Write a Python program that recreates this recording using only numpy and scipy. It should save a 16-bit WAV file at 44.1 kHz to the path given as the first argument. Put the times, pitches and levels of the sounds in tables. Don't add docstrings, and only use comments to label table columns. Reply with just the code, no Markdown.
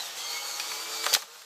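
import sys
import numpy as np
from scipy import signal
from scipy.fft import rfft, irfft, next_fast_len
from scipy.io import wavfile
from scipy.ndimage import uniform_filter1d, map_coordinates

SR = 44100
rng = np.random.default_rng(int(sys.argv[2]) if len(sys.argv) > 2 else 0)


def ratio_of_db(decibels):
    return 10 ** (np.asarray(decibels, float) / 20)


def pcm_store(signal):
    levels = np.round(np.clip(np.atleast_2d(signal), -1, 1) * 32767)
    wavfile.write(sys.argv[1], SR, levels.astype(np.int16).T)


N = 63945

# (time [s], tooth rate [Hz], rattle level [dB])
MOTOR = [(0, 1992, -37.5), (.07, 1849, -39), (.15, 1800, -40.5), (.175, 2020, -37), (.26, 2115, -38),
         (.37, 2196, -36.5), (.41, 2209, -37.5), (.564, 2201, -37), (.704, 2263, -36.5), (.844, 2327, -37),
         (.894, 2331, -37), (1.008, 2306, -36.5), (1.04, 2291, -35), (1.12, 2305, -34), (1.19, 2281, -33.5),
         (1.27, 2394, -40), (1.36, 2485, -37), (1.45, 2472, -40)]
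# (time [s], partial 1 [dB], partial 2 [dB], partial 3 [dB])
WHINE_DB = [(0, -51, -55, -73.5), (.15, -56.5, -60, -59), (.25, -52, -46, -45), (.31, -49, -46, -49),
            (.37, -42, -48, -45), (.45, -53, -44, -50.5), (.56, -55, -42, -40.5), (.6, -56, -45.5, -77),
            (.7, -51, -45, -58), (.8, -53, -41, -66), (.89, -47, -46, -70.5), (1.0, -47, -39, -60),
            (1.045, -44, -50, -62), (1.11, -58, -37, -64), (1.17, -47, -52, -65), (1.3, -65, -85, -72),
            (1.39, -51, -88, -58), (1.45, -79, -69, -52)]
# (time [s], pitch [Hz], level [dB])
ROLLER_HUM = [(0, 470, -68), (.25, 470, -57), (.3, 469.5, -53.5), (.6, 467, -57), (.72, 443.8, -55),
              (1.05, 444.5, -48.5), (1.2, 444, -48), (1.268, 445, -64), (1.285, 456.5, -45.5),
              (1.35, 483, -49.5), (1.42, 460, -57)]
# (multiple [-], level [dB])
ROLLER_PARTIALS = [(1, -2.5), (3, -3)]
# (time [s], pitch [Hz], level [dB])
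DRIVE_HUM = [(0, 339.2, -70.5), (.6, 331.7, -64.5), (1.05, 336.1, -58), (1.15, 335, -64), (1.23, 332, -80)]
# (multiple of shaft rate [-], level [dB])
SHAFT_ORDERS = [(4, -60), (6, -55), (7, -54.5), (8, -58), (9, -56), (10, -57)]
# (frequency [Hz], density [dB per Hz])
CASE = [(100, -36), (300, -20), (500, -7.5), (1300, -8.5), (2000, -8), (4500, -5), (7500, -5.5),
        (9800, -16.5),
        (12000, -12), (15300, -19.5)]
# (centre [Hz], width [Hz], boost [dB])
HOLLOWS = [(460, 190, -1.5), (832, 50, 6), (920, 31, 0.5), (1217, 105, 5.5), (3700, 900, 2.5),
           (4550, 420, 1), (6300, 140, 1.5)]
# (time [s], pitch [Hz], level [dB])
SQUEAL = [
    (0, 4030, -40.5),
    (.06, 3650, -48),
    (.14, 3350, -54),
    (.25, 3280, -46.5),
    (.35, 3103, -46),
    (.42, 3055, -46),
    (.47, 3050, -59),
    (.55, 3050, -70),
]
# (time [s], pitch [Hz], level [dB])
GRIP = [
    (.15, 4490, -60),
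    (.19, 4450, -47),
    (.33, 4550, -44),
    (.42, 4600, -50),
    (.6, 4600, -86),
]
# (time [s], level [dB], centre [Hz], fade [s])
TICKS = [(.598, -23, 4780, 0.0014), (.599, -27.5, 2510, 0.004), (.6005, -37, 4600, 0.00067),
         (1.0402, -30, 1210, 0.0033), (1.0652, -12.5, 1440, 0.00067), (.716, -29.5, 2820, 0.0044),
         (.718, -29.5, 1010, 0.0014), (1.040, -30, 6100, .002), (1.0425, -24.5, 3514, .002),
         (1.058, -30.5, 2260, 0.0079), (1.0633, -22, 4340, 0.0017), (1.0657, -16, 3600, 0.00053),
         (1.0685, -22, 1250, 0.002), (1.075, -31, 1220, 0.0029), (1.221, -28.5, 1920, 0.0043),
         (1.2225, -29.5, 1160, 0.0055), (1.2205, -27, 11000, 0.0023), (1.2212, -28.5, 5170, 0.0021),
         (1.232, -35.5, 700, 0.0073), (1.357, -36, 3000, 0.0033), (1.419, -36, 1590, 0.0046),
         (1.4195, -34, 7000, .004)]
# (time [s], level [dB], centre [Hz], fade [s])
CLACK = [(1.101, -40, 4160, 0.003), (1.1255, -22.5, 1220, 0.00032), (1.127, -35, 696.7, 0.0027),
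         (1.1304, -12, 4430, 0.00029), (1.131, -17, 4100, 0.0012), (1.135, -18, 4300, 0.0021),
         (1.1352, -26, 920, 0.00052), (1.1369, -6.5, 4240, 0.00021), (1.137, -26.5, 4400, 0.011),
         (1.1385, -15, 4280, 0.0034), (1.139, -14, 6040, 0.0004), (1.1383, -18, 12400, 0.005),
         (1.144, -27.5, 12500, 0.017), (1.1408, -13.5, 6700, 0.00051), (1.1425, -21, 5500, 0.0032),
         (1.1455, -20, 4470, 0.0023), (1.1486, -19.5, 4600, 0.0015), (1.1494, -8.5, 3600, 0.00098),
         (1.1493, -12.5, 1900, 0.0004), (1.1527, -13.5, 4400, 0.00049), (1.155, -26, 2360, 0.011),
         (1.1645, -23.5, 685, 0.0055), (1.1715, -29, 790, 0.0043), (1.161, -23.5, 5500, 0.0075)]
# (centre [Hz], level [dB], t60 [s])
SHELL = [(750, 11, 0.09), (1210, 2.5, 0.049), (1435, -1, 0.017), (1900, 0, 0.33), (2380, -26, 0.027),
         (3600, -19, 0.086), (4150, 5, 0.032), (4600, 6, 0.045), (5060, 7, 0.12), (6390, 0, 0.014)]
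# (time [s], level [dB], pitch [Hz])
PANEL_RINGS = [(.5985, -28, 2483), (.5985, -26.5, 4685), (1.067, -41, 1210), (1.0646, -28, 455),
               (1.066, -28.5, 570), (1.0665, -33, 758), (1.1252, -29, 548), (1.132, -43, 223),
               (1.15, -36, 210), (1.151, -28.5, 1900), (1.165, -26, 750), (1.171, -36.5, 750),
               (1.1492, -27.5, 1457), (1.222, -44, 204), (1.241, -43, 200)]
# (centre [Hz], width [Hz], gain [dB])
MIC_NOTCH = (10020, 1950, -9)
# (frequency [Hz], t60 [s])
ROOM_T60 = [(200, 0.98), (2000, 0.51), (10000, 0.25)]
# (frequency [Hz], density [dB per Hz])
AIR = [(30, -36), (100, -4), (160, 1.5), (300, -10), (1000, -1.5), (5000, -24), (15000, -45)]
# (frequency [Hz], gain [dB])
BAND_EDGE = [(15250, 0), (15450, -16), (15760, -26), (15800, -110)]

TEETH = 16
GRIPPED_S, ROUGH_LOOSE, ROUGH_GRIPPED = 0.3, 1.1, 0.3


def unit(x):
    return x / np.sqrt(np.mean(np.abs(x) ** 2) + 1e-20)


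def along(points, hz):
    f, v = np.transpose(points)
    return np.interp(np.log(hz + 1), np.log(f + 1), v)


def curves(rows):
    s, *cols = np.transpose(rows)
    return [np.interp(np.arange(N) / SR, s, c) for c in cols]


def wobble(rate_hz):
    return map_coordinates(rng.standard_normal(N // 20), [np.arange(N) * rate_hz / SR])


def filtered(x, response):
    m = next_fast_len(len(x) + 8192)
    return irfft(rfft(x, m) * response(np.fft.rfftfreq(m, 1 / SR)), m)[:len(x)]


def peak(f, hz, width_hz):
    return 1j * f * width_hz / (hz * hz - f * f + 1j * f * width_hz)


def tone(hz, db, multiple, flutter_db, rough=0.094, smear_hz=150):
    cycles = multiple * np.cumsum(hz) / SR + 0.074 * wobble(29.28)
    turn = np.exp(2j * np.pi * cycles)
    rough = np.clip(rough, 0, 1)
    noise = wobble(smear_hz) + 1j * wobble(smear_hz)
    shape = np.sqrt(1 - rough) + np.sqrt(rough / 2) * noise
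    level = np.sqrt(2) * ratio_of_db(db + flutter_db * wobble(29.47))
    return level * (shape * turn).real


def patchy(x, patch_db):
    z = signal.stft(x, nperseg=512)[2]
    field = uniform_filter1d(rng.standard_normal(z.shape), 5, axis=0)
    field = uniform_filter1d(field, 8, axis=1)
    return signal.istft(z * ratio_of_db(patch_db * unit(field)), nperseg=512)[1][:N]


def rattle():
    jitter_teeth, worn_db, hiss_db, patch_db = 0.3, 1.5, 8, 1.6
    brightens = 0.69
    rate_hz, level_db = curves(MOTOR)
    count = np.cumsum(rate_hz) / SR
    tooth = np.arange(1, int(count[-1]))
    chance = rng.standard_normal((N // 8, 2))
    when = np.interp(tooth + jitter_teeth * chance[tooth, 0], count, np.arange(N)).astype(int)
    wear = ratio_of_db(worn_db * rng.standard_normal(TEETH))
    knocks = np.bincount(when, wear[tooth % TEETH] * chance[tooth, 1], N)
    drive = unit(knocks - knocks.mean()) + ratio_of_db(hiss_db) * rng.standard_normal(N)

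    def case(f):
        hollows = [1 + (ratio_of_db(db) - 1) * peak(f, hz, width_hz) for hz, width_hz, db in HOLLOWS]
        return ratio_of_db(along(CASE, f)) * np.prod(hollows, axis=0)

    sound = unit(filtered(patchy(drive, patch_db), case))
    treble = filtered(sound, lambda f: 1 / (1 + (4200 / (f + 1)) ** 4))
    extra = ratio_of_db(brightens * (level_db - np.median(level_db))) - 1
    return ratio_of_db(level_db + 0.77 * wobble(23.35)) * (sound + extra * treble)


def whine():
    loose_db = -1.5
    rate_hz, level_db = curves(MOTOR)
    loose = np.arange(N) / SR < GRIPPED_S
    rough = uniform_filter1d(np.where(loose, ROUGH_LOOSE, ROUGH_GRIPPED), size=2000)
    mesh = sum(tone(rate_hz, db, k + 1, flutter_db=3, rough=rough * (k + 0.5) / 2, smear_hz=302.2)
               for k, db in enumerate(curves(WHINE_DB)))
    swing_db = 2 * np.minimum(level_db - np.median(level_db), 0) + loose_db * loose
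    shaft = sum(tone(rate_hz / TEETH, db + swing_db + 2 * wobble(5.03), k, 0.75, 0.17, 40.07)
                for k, db in SHAFT_ORDERS)
    return mesh + shaft


def hums():
    roll_hz, roll_db = curves(ROLLER_HUM)
    drive_hz, drive_db = curves(DRIVE_HUM)
    rollers = sum(tone(roll_hz, roll_db + db, k, flutter_db=1.5, rough=0.15 * k, smear_hz=69.84)
                  for k, db in ROLLER_PARTIALS)
    return rollers + tone(drive_hz, drive_db, 1, flutter_db=1.0, smear_hz=50.8)


def scrape():
    squeal_hz, squeal_db = curves(SQUEAL)
    grip_hz, grip_db = curves(GRIP)
    rough = np.interp(np.arange(N) / SR, [.2, .25, .3, .36, .4], [.8, .4, 1, 1, .05])
    squeal = tone(squeal_hz, squeal_db, 1, flutter_db=3, rough=rough, smear_hz=350)
    return squeal + tone(grip_hz, grip_db, 1, flutter_db=3, rough=1, smear_hz=400)


def cracks(rows):
    attack_s, first_blow, breadth = 0.0002, 2.5, 1.1
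    ring_db, ring_spread_db = -11.5 + 6.5, 3.2
    out, t = np.zeros(N + SR), np.arange(SR // 10) / SR
    for s, db, hz, fade_s in rows:
        burst = rng.standard_normal(len(t)) * np.exp(-t / fade_s) * (1 - np.exp(-t / attack_s))
        burst[round(attack_s * SR)] += first_blow
        crack = filtered(burst, lambda f: peak(f, hz, breadth * hz) ** 2)
        crack = crack / np.sqrt(np.sum(crack ** 2) / (fade_s * SR / 2))
        spread_db = rng.normal(0, ring_spread_db, len(SHELL))

        def shell(f):
            return sum(ratio_of_db(mode_db + v) * peak(f, mode_hz, np.log(1000) / np.pi / t60_s)
                       for (mode_hz, mode_db, t60_s), v in zip(SHELL, spread_db))

        out[round(s * SR):][:len(t)] += ratio_of_db(db) * (crack + ratio_of_db(ring_db) * filtered(crack, shell))
    return out[:N]


def catches_and_guard():
    hz, width_hz, db = MIC_NOTCH

    def microphone(f):
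        return (1 + (ratio_of_db(db) - 1) * peak(f, hz, width_hz)) * (f / (f - 296j)) ** 2

    return filtered(cracks(TICKS) + cracks(CLACK), microphone)


def thump():
    start_s, fade_s, level_db = 1.14, 0.008, -42
    u = np.maximum(np.arange(N) / SR - start_s, 0) / fade_s
    return ratio_of_db(level_db) * u * (2 - u) * np.exp(-u)


def panels():
    fade_s, from_hz = 0.0075, 150
    out = np.zeros(N)
    for s, db, hz in PANEL_RINGS:
        since_s = np.maximum(np.arange(N) / SR - s, 0)
        out += ratio_of_db(db) * np.sin(2 * np.pi * hz * since_s) * np.exp(-since_s / fade_s)
    return filtered(out, lambda f: (f / (f - 1j * from_hz)) ** 3)


def room(x):
    level_db, delay = -14, 150
    hz, t, z = signal.stft(rng.standard_normal(SR // 2), SR, nperseg=256)
    decay = ratio_of_db(-60 * t / along(ROOM_T60, hz)[:, None])
    tail = signal.istft(z * decay, SR, nperseg=256)[1]
    return ratio_of_db(level_db) * signal.fftconvolve(np.pad(x, (delay, 0)), tail / np.linalg.norm(tail))[:N]


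def still_air():
    level_db = -60
    return ratio_of_db(level_db) * unit(filtered(rng.standard_normal(N), lambda f: ratio_of_db(along(AIR, f))))


def scene():
    hits = catches_and_guard()
    camera = rattle() + whine() + hums() + scrape() + hits + thump() + panels()
    return (camera + room(hits) + still_air())[None]


def low_pass(x):
    return signal.sosfilt(signal.butter(12, 15730, fs=SR, output="sos"), x)


def record(dry):
    duck_s, fall_s, duck_db, recover_db_per_s = 1.15, 0.029, 11, 4.5
    since_s = np.maximum(np.arange(N) / SR - duck_s, 0)
    gain_db = -duck_db * (1 - np.exp(-since_s / fall_s)) + recover_db_per_s * since_s

    def band(f):
        return (f / (f - 120j)) ** 2 * ratio_of_db(along(BAND_EDGE, f))

    mix = filtered(dry[0] * ratio_of_db(gain_db), band)[None]
    return low_pass(mix)


dry = scene()
out = record(dry)
pcm_store(out)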